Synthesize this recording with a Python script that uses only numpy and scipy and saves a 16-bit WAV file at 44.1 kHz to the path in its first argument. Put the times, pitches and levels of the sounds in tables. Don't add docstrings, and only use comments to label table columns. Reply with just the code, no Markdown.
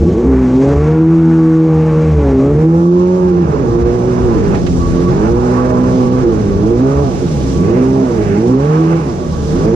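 import sys
import numpy as np
from scipy import signal
from scipy.fft import rfft, irfft, dct, next_fast_len
from scipy.io import wavfile
from scipy.ndimage import uniform_filter1d, minimum_filter1d

SR = 44100
rng = np.random.default_rng(int(sys.argv[2]) if len(sys.argv) > 2 else 0)


def boost_factor(decibels):
    exponent = np.asarray(decibels, float) / 20
    return 10 ** exponent


def put_to_file(sound):
    columns = np.atleast_2d(sound).T
    safe = np.clip(columns, -1, 1)
    whole_steps = np.round(safe * 32767)
    wavfile.write(sys.argv[1], SR, whole_steps.astype(np.int16))


N = 429960
TIME = np.arange(N) / SR
SIZE = next_fast_len(N)
HZ = np.fft.rfftfreq(SIZE, 1 / SR) + 1e-3


def rms_one(x):
    return x / np.sqrt(np.mean(x ** 2) + 1e-20)


def in_time(rows):
    return np.interp(TIME, *np.transpose(rows))


def at_hz(points, hz):
    f, value = np.transpose(points)
    return np.interp(np.log(hz), np.log(np.maximum(f, 1)), value)


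def drift(rate):
    r = np.exp(-80 * np.pi * rate / SR)
    white = rng.standard_normal(N // 40 + 2002)
    slow = signal.lfilter([1], [1, -2 * r, r * r], white)[2000:]
    return np.interp(np.arange(N) / 40, np.arange(len(slow)), rms_one(slow))


def resonate(x, hz, width):
    r = np.exp(-np.pi * width / SR)
    top = np.array([1, 0, -1]) * (1 - r * r) / 2
    return signal.lfilter(top, [1, -2 * r * np.cos(2 * np.pi * hz / SR), r * r], x)


def patchy_noise(spectrum, patchy_db, rate, count):
    coloured = rfft(rng.standard_normal((3, SIZE))) * boost_factor(at_hz(spectrum, HZ))
    place = np.interp(np.log(HZ), np.log([spectrum[1][0], spectrum[-2][0]]), [0, count - 1])
    out, together = 0, drift(rate / 3)
    for k in range(count):
        band = np.sqrt(np.clip(1 - np.abs(place - k), 0, 1))
        flicker = boost_factor(patchy_db * (0.22 * together + drift(rate)))
        out = out + flicker * irfft(coloured * band, SIZE)[:, :N]
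    return rms_one(out)


def swells(s, size, rise_s, fall_s):
    coarse = TIME[::40]
    gap = coarse[:, None] - s
    humps = np.exp(np.where(gap < 0, gap / rise_s, -gap / fall_s))
    return np.interp(TIME, coarse, humps @ size)


def lag(steps, seconds, start):
    r = np.exp(-1 / (seconds * SR))
    return start + signal.sosfilt([[1 - r, 0, 0, 1, -r, 0]] * 2, steps - start)


# start in seconds, firings per second the engine heads for.
THROTTLE = [(0, 142.7), (.25, 125), (.51, 148.1), (.74, 164.7), (1.21, 160.4), (1.62, 156.2), (2.08, 127.7),
            (2.36, 159.1), (2.54, 173.4), (2.82, 183.7), (3.18, 170.8), (3.41, 108.1), (3.7, 122.8),
            (4.22, 93.7), (4.51, 82.7), (4.85, 89.9), (5.08, 125.7), (6.18, 95.5), (6.54, 129.6),
            (6.74, 147.2), (7.02, 62.5), (7.52, 142), (7.78, 131), (8.0, 94), (8.31, 142.4), (8.56, 168.7),
            (8.96, 67.1), (9.46, 127.4)]
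# load in dB, churn of water at the outlet in dB.
EFFORT = [(-2.5, 5.5), (-1.5, 1), (3, 1.8), (0, -2), (-3.5, -8), (-2, -2.5), (1.1, 0), (0.5, 2.5),
          (0, -0.5), (-1, -1), (-2, 5.5), (0.5, 4.5), (1, .1), (2.2, 4), (-5.5, -1.7), (-1, 1), (2, 1),
          (2.3, 2.9), (2, .1), (1, -1), (-2, -0.3), (3, 6.5), (-1, 4), (3, 1), (3, 1), (-1.5, 2.5), (-5, 0),
          (4, 5)]
START_PER_S, FLYWHEEL_S, LOAD_S = 70.6, .0877, 0.048


def throttle():
    s, aim = np.transpose(THROTTLE)
    load_db, churn_db = np.transpose(EFFORT)
    move = np.searchsorted(s, TIME, "right") - 1
    per_s = lag(aim[move], FLYWHEEL_S, START_PER_S)
    return per_s, lag(load_db[move], LOAD_S, load_db[0]), lag(churn_db[move], LOAD_S, churn_db[0])


# pitch in Hz, width in Hz, rms level in dB, sign.
EXHAUST = [(63, 58.5, -20, 1), (166.6, 30.7, -12.5, 1), (217.5, 17, -18.5, 1), (257.4, 16.1, -13, 1),
           (322.2, 6, -9, -1), (354.8, 18.3, -9.5, 1), (395, 10.4, -15, 1), (446.5, 86, -13.5, 1),
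           (483.2, 16, -11.5, -1), (500.8, 4.8, -8.5, -1), (556.7, 28.4, -9, 1)]
MUFFLER_HZ = 461


def exhaust_gain(hz):
    grid = np.arange(20., 1000.)
    modes = 0
    for top_hz, width, db, sign in EXHAUST:
        modes = modes + np.sign(sign) * boost_factor(db) / (1 + 1j * (grid - top_hz ** 2 / grid) / width)
    muffler = np.sqrt(1 + (grid / MUFFLER_HZ) ** 12)
    return np.interp(hz, grid, np.abs(modes) / muffler)


ORDER_DB = [3.17, 0.66, -3, -5.5]
# multiple of firing rate, level against the rasp in dB.
WEAK_ORDERS = [(.5, 0), (1.5, 3.5), (2.5, 0.5), (3.5, -5.5), (4.5, -5.5), (5, -1), (5.5, -7.5), (6, -3.5),
               (6.5, -10), (7, -4.5), (7.5, -8.5), (8, -5), (8.5, -12), (9, -5), (10, -10.5)]
# frequency in Hz, level in dB.
PIPE = [(40, 1), (70, 1), (100, -5), (250, -4.5), (480, -8), (620, -5), (900, -7), (1150, -9), (1500, -16)]
FLUTTER_DB, UNEVEN_LOSS_DB = .5, 0.91


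def engine(per_s, load_db, rasp_db, rumble_db):
    phase = 2 * np.pi * np.cumsum(per_s) / SR + 0.0073 * drift(28)
    rough = np.interp(rumble_db, [-32, -17], [.6, 3])
    rough = rough + np.clip(-np.gradient(per_s) * SR / 70, 0, 3)
    out = 0
    for k, level_db in enumerate(ORDER_DB, 1):
        flutter_db = rough * (FLUTTER_DB * drift(12.0) - UNEVEN_LOSS_DB)
        gain = np.sqrt(2) * exhaust_gain(k * per_s) * boost_factor(level_db + load_db + flutter_db)
        out = out - gain * np.cos(k * phase + 0.33 * rough * drift(5.35))
    for order, level_db in WEAK_ORDERS:
        gain = boost_factor(rasp_db + level_db + at_hz(PIPE, order * per_s) + 4.77 * drift(3.6))
        waver = 0.047 * rough ** 2 * np.sqrt(order) * drift(11)
        out = out + gain * np.cos(order * phase + waver + order ** 2)
    return 1.234 * out + 0.55 * hull_hold(out), phase


# pitch in Hz, width in Hz, level in dB.
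HULL = [(70, 14, -12.5), (167.2, 49, 2), (258, 22, -2.5), (338.6, 45, -2), (409, 5.3, 1), (448.8, 14, 2.5)]


def hull_hold(tones):
    return sum((-1) ** k * resonate(tones, hz, 0.089 * width) for k, (hz, width, db) in enumerate(HULL))


def rumble(level_db):
    white = rng.standard_normal((3, N))
    rung = sum((-1) ** k * boost_factor(db) * resonate(white, hz, width) for k, (hz, width, db) in enumerate(HULL))
    low = signal.butter(4, 540, fs=SR, output="sos")
    return boost_factor(level_db) * rms_one(signal.sosfilt(low, rung))


# frequency in Hz, level in dB per Hz.
RASP = [(330, -35.5), (560, -9), (658, -10), (822, -9), (922, -11.5), (1150, -10.5), (1330, -13.5),
        (2800, -27), (3640, -46.5), (6160, -120)]
# pitch in Hz, width in Hz, level in dB.
COVERS = [(579, 29, 2.5), (826, 19, 4), (1003, 11, 5)]
# pitch in Hz, width in Hz.
PANEL = (1130, 26)


def rasp(level_db, panel_db, phase):
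    puffs = patchy_noise(RASP, patchy_db=2.64, rate=1.8, count=4) * (1 + 0.095 * np.cos(phase))
    panel = rms_one(resonate(resonate(rng.standard_normal((3, N)), *PANEL), *PANEL))
    for hz, width, db in COVERS:
        puffs = puffs + boost_factor(db) * resonate(puffs, hz, width)
    return boost_factor(level_db) * puffs + boost_factor(panel_db + 1.5) * panel


# time in seconds, level in dB.
WASH = [(0.0, -44.5), (0.32, -48), (0.71, -43), (0.95, -46), (1.71, -48), (2.01, -46.5), (3.04, -48),
        (3.2, -49.5), (5.0, -43), (5.29, -45.5), (5.76, -44), (6.71, -46.5), (7.52, -40.5), (7.68, -45),
        (8.25, -44.5), (9.23, -45.5), (9.5, -41.5), (9.75, -44.5)]


def wash():
    return in_time(WASH)


# frequency in Hz, level in dB per Hz.
SPRAY = [(880, -34), (1500, -29), (2700, -12.5), (4810, -10), (5890, -8.5), (7640, -14.5), (9270, -24),
         (10300, -24.5), (11200, -32.5), (13100, -33), (15000, -49)]


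def spray(level_db):
    return boost_factor(level_db) * patchy_noise(SPRAY, patchy_db=1.28, rate=20, count=5)


# time in seconds, level in dB.
GUST = [(0.0, -37.5), (0.35, -34.5), (0.43, -44.5), (0.51, -39), (0.81, -32.5), (1.19, -48.5), (2.61, -31),
        (2.63, -42.5), (4.5, -23.5), (5.21, -24), (5.57, -31), (5.7, -26.5), (7.74, -31), (8.01, -39.5),
        (8.28, -28.5), (8.72, -40.5), (9.2, -38), (9.75, -30)]


def gusts():
    return in_time(GUST)


# frequency in Hz, level in dB per Hz.
WIND = [(15, -23.5), (25, -24.5), (40, -10.5), (70, -6), (140, -9.5), (300, -19.5), (600, -32.5),
        (1200, -65.5), (4000, -120)]


def wind(level_db):
    shares = [[1.1], [2.0], [1.6]]
    return boost_factor(level_db + 5) * patchy_noise(WIND, patchy_db=2.2, rate=8, count=3) * shares


# time in seconds, peak level in dB.
RINGS = [(.3, -51), (0.799, -29.5), (1.3, -54), (2.85, -35.5), (4.864, -26.5), (5.0, -38), (5.079, -26),
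         (5.63, -24.5), (5.74, -30), (6.03, -28), (6.48, -41), (6.97, -40), (7.679, -31), (8.78, -34),
         (9.33, -38), (9.6, -36.5), (9.7, -44)]
PANEL_REST_DB, RING_RISE_S, RING_FALL_S = -43, 0.04, 0.038


def panel_shake():
    s, db = np.transpose(RINGS)
    return 20 * np.log10(boost_factor(PANEL_REST_DB) + swells(s, boost_factor(db), RING_RISE_S, RING_FALL_S))


# time in seconds, rise in dB.
BARKS = [(.4, 3), (.78, 2), (1.9, 2), (2.62, 4.5), (3.08, 0), (4.33, 0), (4.55, 8), (5.12, 3), (5.26, 6.5),
         (5.87, 2.5), (6.2, 4), (6.4, 3.5), (6.98, 2.5), (8.63, 3.5), (8.75, 5), (8.93, 5.5), (9.59, -0.5)]
BARK_RISE_S, BARK_FALL_S = 0.035, 0.029


def barks():
    return swells(*np.transpose(BARKS), BARK_RISE_S, BARK_FALL_S)


DUCK_FROM_DB, DUCK_SHARE = -9.5, 0.33


def duck(tones):
    level_db = 10 * np.log10(uniform_filter1d(tones ** 2, size=SR // 25) + 1e-9)
    return boost_factor(-DUCK_SHARE * np.maximum(level_db - DUCK_FROM_DB, 0))


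# time in seconds, peak level in dB, pitch in Hz.
THUMPS = [
    (3.251, -20, 75.5),
    (3.811, -8, 73),
    (4.628, -22.5, 94.8),
    (4.672, -16, 72.8),
    (5.296, -13.5, 112.6),
    (6.949, -12, 70.0),
]


def thumps():
    out = np.zeros(N)
    after = TIME[:SR // 4]
    shape = after / 0.015 * np.exp(-after / 0.021)
    for s, db, hz in THUMPS:
        at = round(s * SR)
        out[at:at + len(after)] += boost_factor(db + 5.5) * shape * np.sin(2 * np.pi * hz * after)
    return out


# time in seconds, peak level in dB.
SLAPS = [
    (4.2263, -39.5),
    (4.546, -26),
    (4.664, -21),
    (4.726, -35.5),
    (5.31, -41),
    (6.1134, -41),
]


def slaps():
    swell = np.zeros(N)
    for s, db in SLAPS:
        swell[round(s * SR)] = boost_factor(db + 6)
    fade = np.exp(-1 / (.012 * SR))
    swell = uniform_filter1d(signal.lfilter([1], [1, -fade], swell), size=132, origin=65)
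    band = signal.butter(3, [500, 6000], "band", fs=SR, output="sos")
    splash = signal.sosfilt(band, rng.standard_normal((3, N)))
    return swell * (resonate(splash, 1100, 1800) + .25 * splash)


# time in seconds, share of two-port sound from 0 to 1.
OPEN = [
    (0, 0.2),
    (.15, 0.12),
    (.45, 0),
    (2.42, 0.01),
    (2.6, 0.47),
    (3.0, 0.92),
    (3.5, 1),
    (9.75, 0.98),
]


def opening():
    return np.clip(in_time(OPEN), 0, 1)


# frequency in Hz, left minus right in dB.
LEAN = [(60, 1.5), (110, 0.5), (200, -1.5), (370, -3.5), (690, -9.0), (1270, -8.5), (2340, -6.0),
        (4300, -4.0), (7910, -1.5), (14600, -1.5)]
# frequency in Hz, lead of the left in radians.
LEAD = [(0, 0), (520, -0.4), (950, -3.9), (1290, -4.3), (3100, -5.2), (4310, -6.0), (5080, -8.1),
        (6980, -9.1), (9390, -9.5), (10200, -9.7), (10900, -12.3), (12700, -12.6), (14700, -12.5)]
# frequency in Hz, common share from 0 to 1.
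ALIKE = [(60, 0.42), (300, 0.84), (700, 0.52), (1500, 0.6), (3000, 0.15), (7000, 0.26), (14000, 0.093)]
# frequency in Hz, level in dB.
SHELTER = [(40, 1.5), (70, 10.5), (120, -1), (300, 4), (600, 1.5), (1200, 1.5), (2200, 6.5), (3200, 0.5),
           (5500, -4.5), (7000, -2), (9000, -5.5), (10300, -9.5), (11300, -38.5)]


def ports(tones, noises):
    alike = np.clip(at_hz(ALIKE, HZ), 0, 1)
    common, left, right = rfft(noises, SIZE)
    common = rfft(tones, SIZE) + np.sqrt(alike) * common
    lean = boost_factor(at_hz(LEAN, HZ) / 2)
    skew = np.exp(.5j * np.interp(HZ, *np.transpose(LEAD)))
    even = 2 / (lean + 1 / lean)
    pair = [even * lean * (common * skew + np.sqrt(1 - alike) * left),
            even / lean * (common / skew + np.sqrt(1 - alike) * right)]
    single = (common + np.sqrt((1 - alike) / 2) * left) * boost_factor(at_hz(SHELTER, HZ))
    opened = opening()
    return opened * irfft(pair, SIZE)[:, :N] + (1 - opened) * irfft(single, SIZE)[:N]


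# frequency in Hz, threshold against the mean level in dB.
DROPOUT = [(1000, -24), (4000, -20), (6000, -14), (7300, -4), (8300, 0), (10800, 1), (12500, -1),
           (15000, 0)]


def empty_faint_lines(x, opened):
    hop, lead = 1024, 2016
    count = (N + lead) // hop + 1
    turn = np.array([[1, 0.96], [1, -1]]) / np.sqrt(2)
    padded = np.pad(turn @ x, ((0, 0), (lead, (count + 1) * hop - N - lead)), mode="reflect")
    window = np.sin(np.pi * (np.arange(2 * hop) + .5) / (2 * hop))
    frames = padded[:, np.arange(count)[:, None] * hop + np.arange(2 * hop)] * window
    a, b, c, d = np.split(frames, 4, axis=2)
    folded = np.concatenate([-c[..., ::-1] - d, a - b[..., ::-1]], axis=2)
    lines = dct(folded, type=4, norm="ortho")
    power = lines ** 2
    mean = np.sqrt(uniform_filter1d(np.mean(power, axis=1, keepdims=True), size=24, axis=2))
    now = np.sqrt(uniform_filter1d(uniform_filter1d(power, size=48, axis=2), size=5, axis=1) + 1e-20)
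    nearby = np.sqrt(uniform_filter1d(power, size=5, axis=2) + 1e-20)
    strain = opened[np.clip(np.arange(count) * hop - hop, 0, N - 1)][:, None]
    line_hz = (np.arange(hop) + .5) * SR / (2 * hop)
    lines = lines * (nearby > np.sqrt(mean * now) * strain * boost_factor(at_hz(DROPOUT, line_hz)))
    p, q = np.split(dct(lines, type=4, norm="ortho"), 2, axis=2)
    first = np.concatenate([q, -q[..., ::-1]], axis=2) * window[:hop]
    second = np.concatenate([-p[..., ::-1], -p], axis=2) * window[hop:]
    joined = first[:, 1:] + second[:, :-1]
    return turn @ joined.reshape(2, -1)[:, lead - hop:lead - hop + N]


CRUISE_PER_S = 125
RUMBLE_DB, RUMBLE_GUST_SHARE, RUMBLE_DB_PER_OCTAVE = -21.5, 0.3, -4
RASP_DB, RASP_LOAD_SHARE, RASP_DB_PER_OCTAVE, RASP_OPEN_DB, RASP_WASH_SHARE = -32.5, 0.49, 3.5, 3, .6
SHAFT_DB = 2
OVERRUN_DB_PER_OCTAVE_S = 0.5
WIND_DB, WASH_DB = -2.2, 5.5


def scene():
    per_s, load_db, churn_db = throttle()
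    gust_db, wash_db = gusts(), wash()
    octaves = np.log2(per_s / CRUISE_PER_S)
    rumble_db = RUMBLE_DB + churn_db + RUMBLE_DB_PER_OCTAVE * octaves
    rumble_db = rumble_db + RUMBLE_GUST_SHARE * (gust_db - gust_db.mean())
    rasp_db = RASP_DB + RASP_LOAD_SHARE * load_db + RASP_DB_PER_OCTAVE * octaves + RASP_OPEN_DB * opening()
    overrun_db = OVERRUN_DB_PER_OCTAVE_S * np.minimum(np.gradient(octaves) * SR, 0)
    tones, phase = engine(per_s, load_db + overrun_db, rasp_db + SHAFT_DB, rumble_db)
    rasp_db = rasp_db + RASP_WASH_SHARE * (wash_db - wash_db.mean()) + barks()
    hiss = rasp(rasp_db, panel_shake(), phase) + spray(wash_db + WASH_DB) + slaps()
    noises = rumble(rumble_db) + wind(gust_db + WIND_DB) + duck(tones) * hiss
    return ports(tones + thumps(), noises)


def band_limit(x):
    return signal.sosfilt(signal.butter(12, 15170, fs=SR, output="sos"), x)


PREAMP_HISS_DB, PREAMP_HISS_HZ = -57.5, 11700


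def record(dry):
    high = signal.butter(10, PREAMP_HISS_HZ, "high", fs=SR, output="sos")
    opened = opening()
    hiss = resonate(signal.sosfilt(high, rng.standard_normal((2, N))), 12600, 3000)
    x = dry + boost_factor(PREAMP_HISS_DB - 7 * opened) * hiss
    wanted = np.minimum(1, .93 / (np.abs(x).max(axis=0) + 1e-9))
    gain = uniform_filter1d(minimum_filter1d(wanted, size=661), size=441)
    gain = gain * np.minimum(1, (TIME[-1] - TIME) / .003)
    mix = empty_faint_lines(x * gain, opened)
    return band_limit(mix)


dry = scene()
out = record(dry)
put_to_file(out)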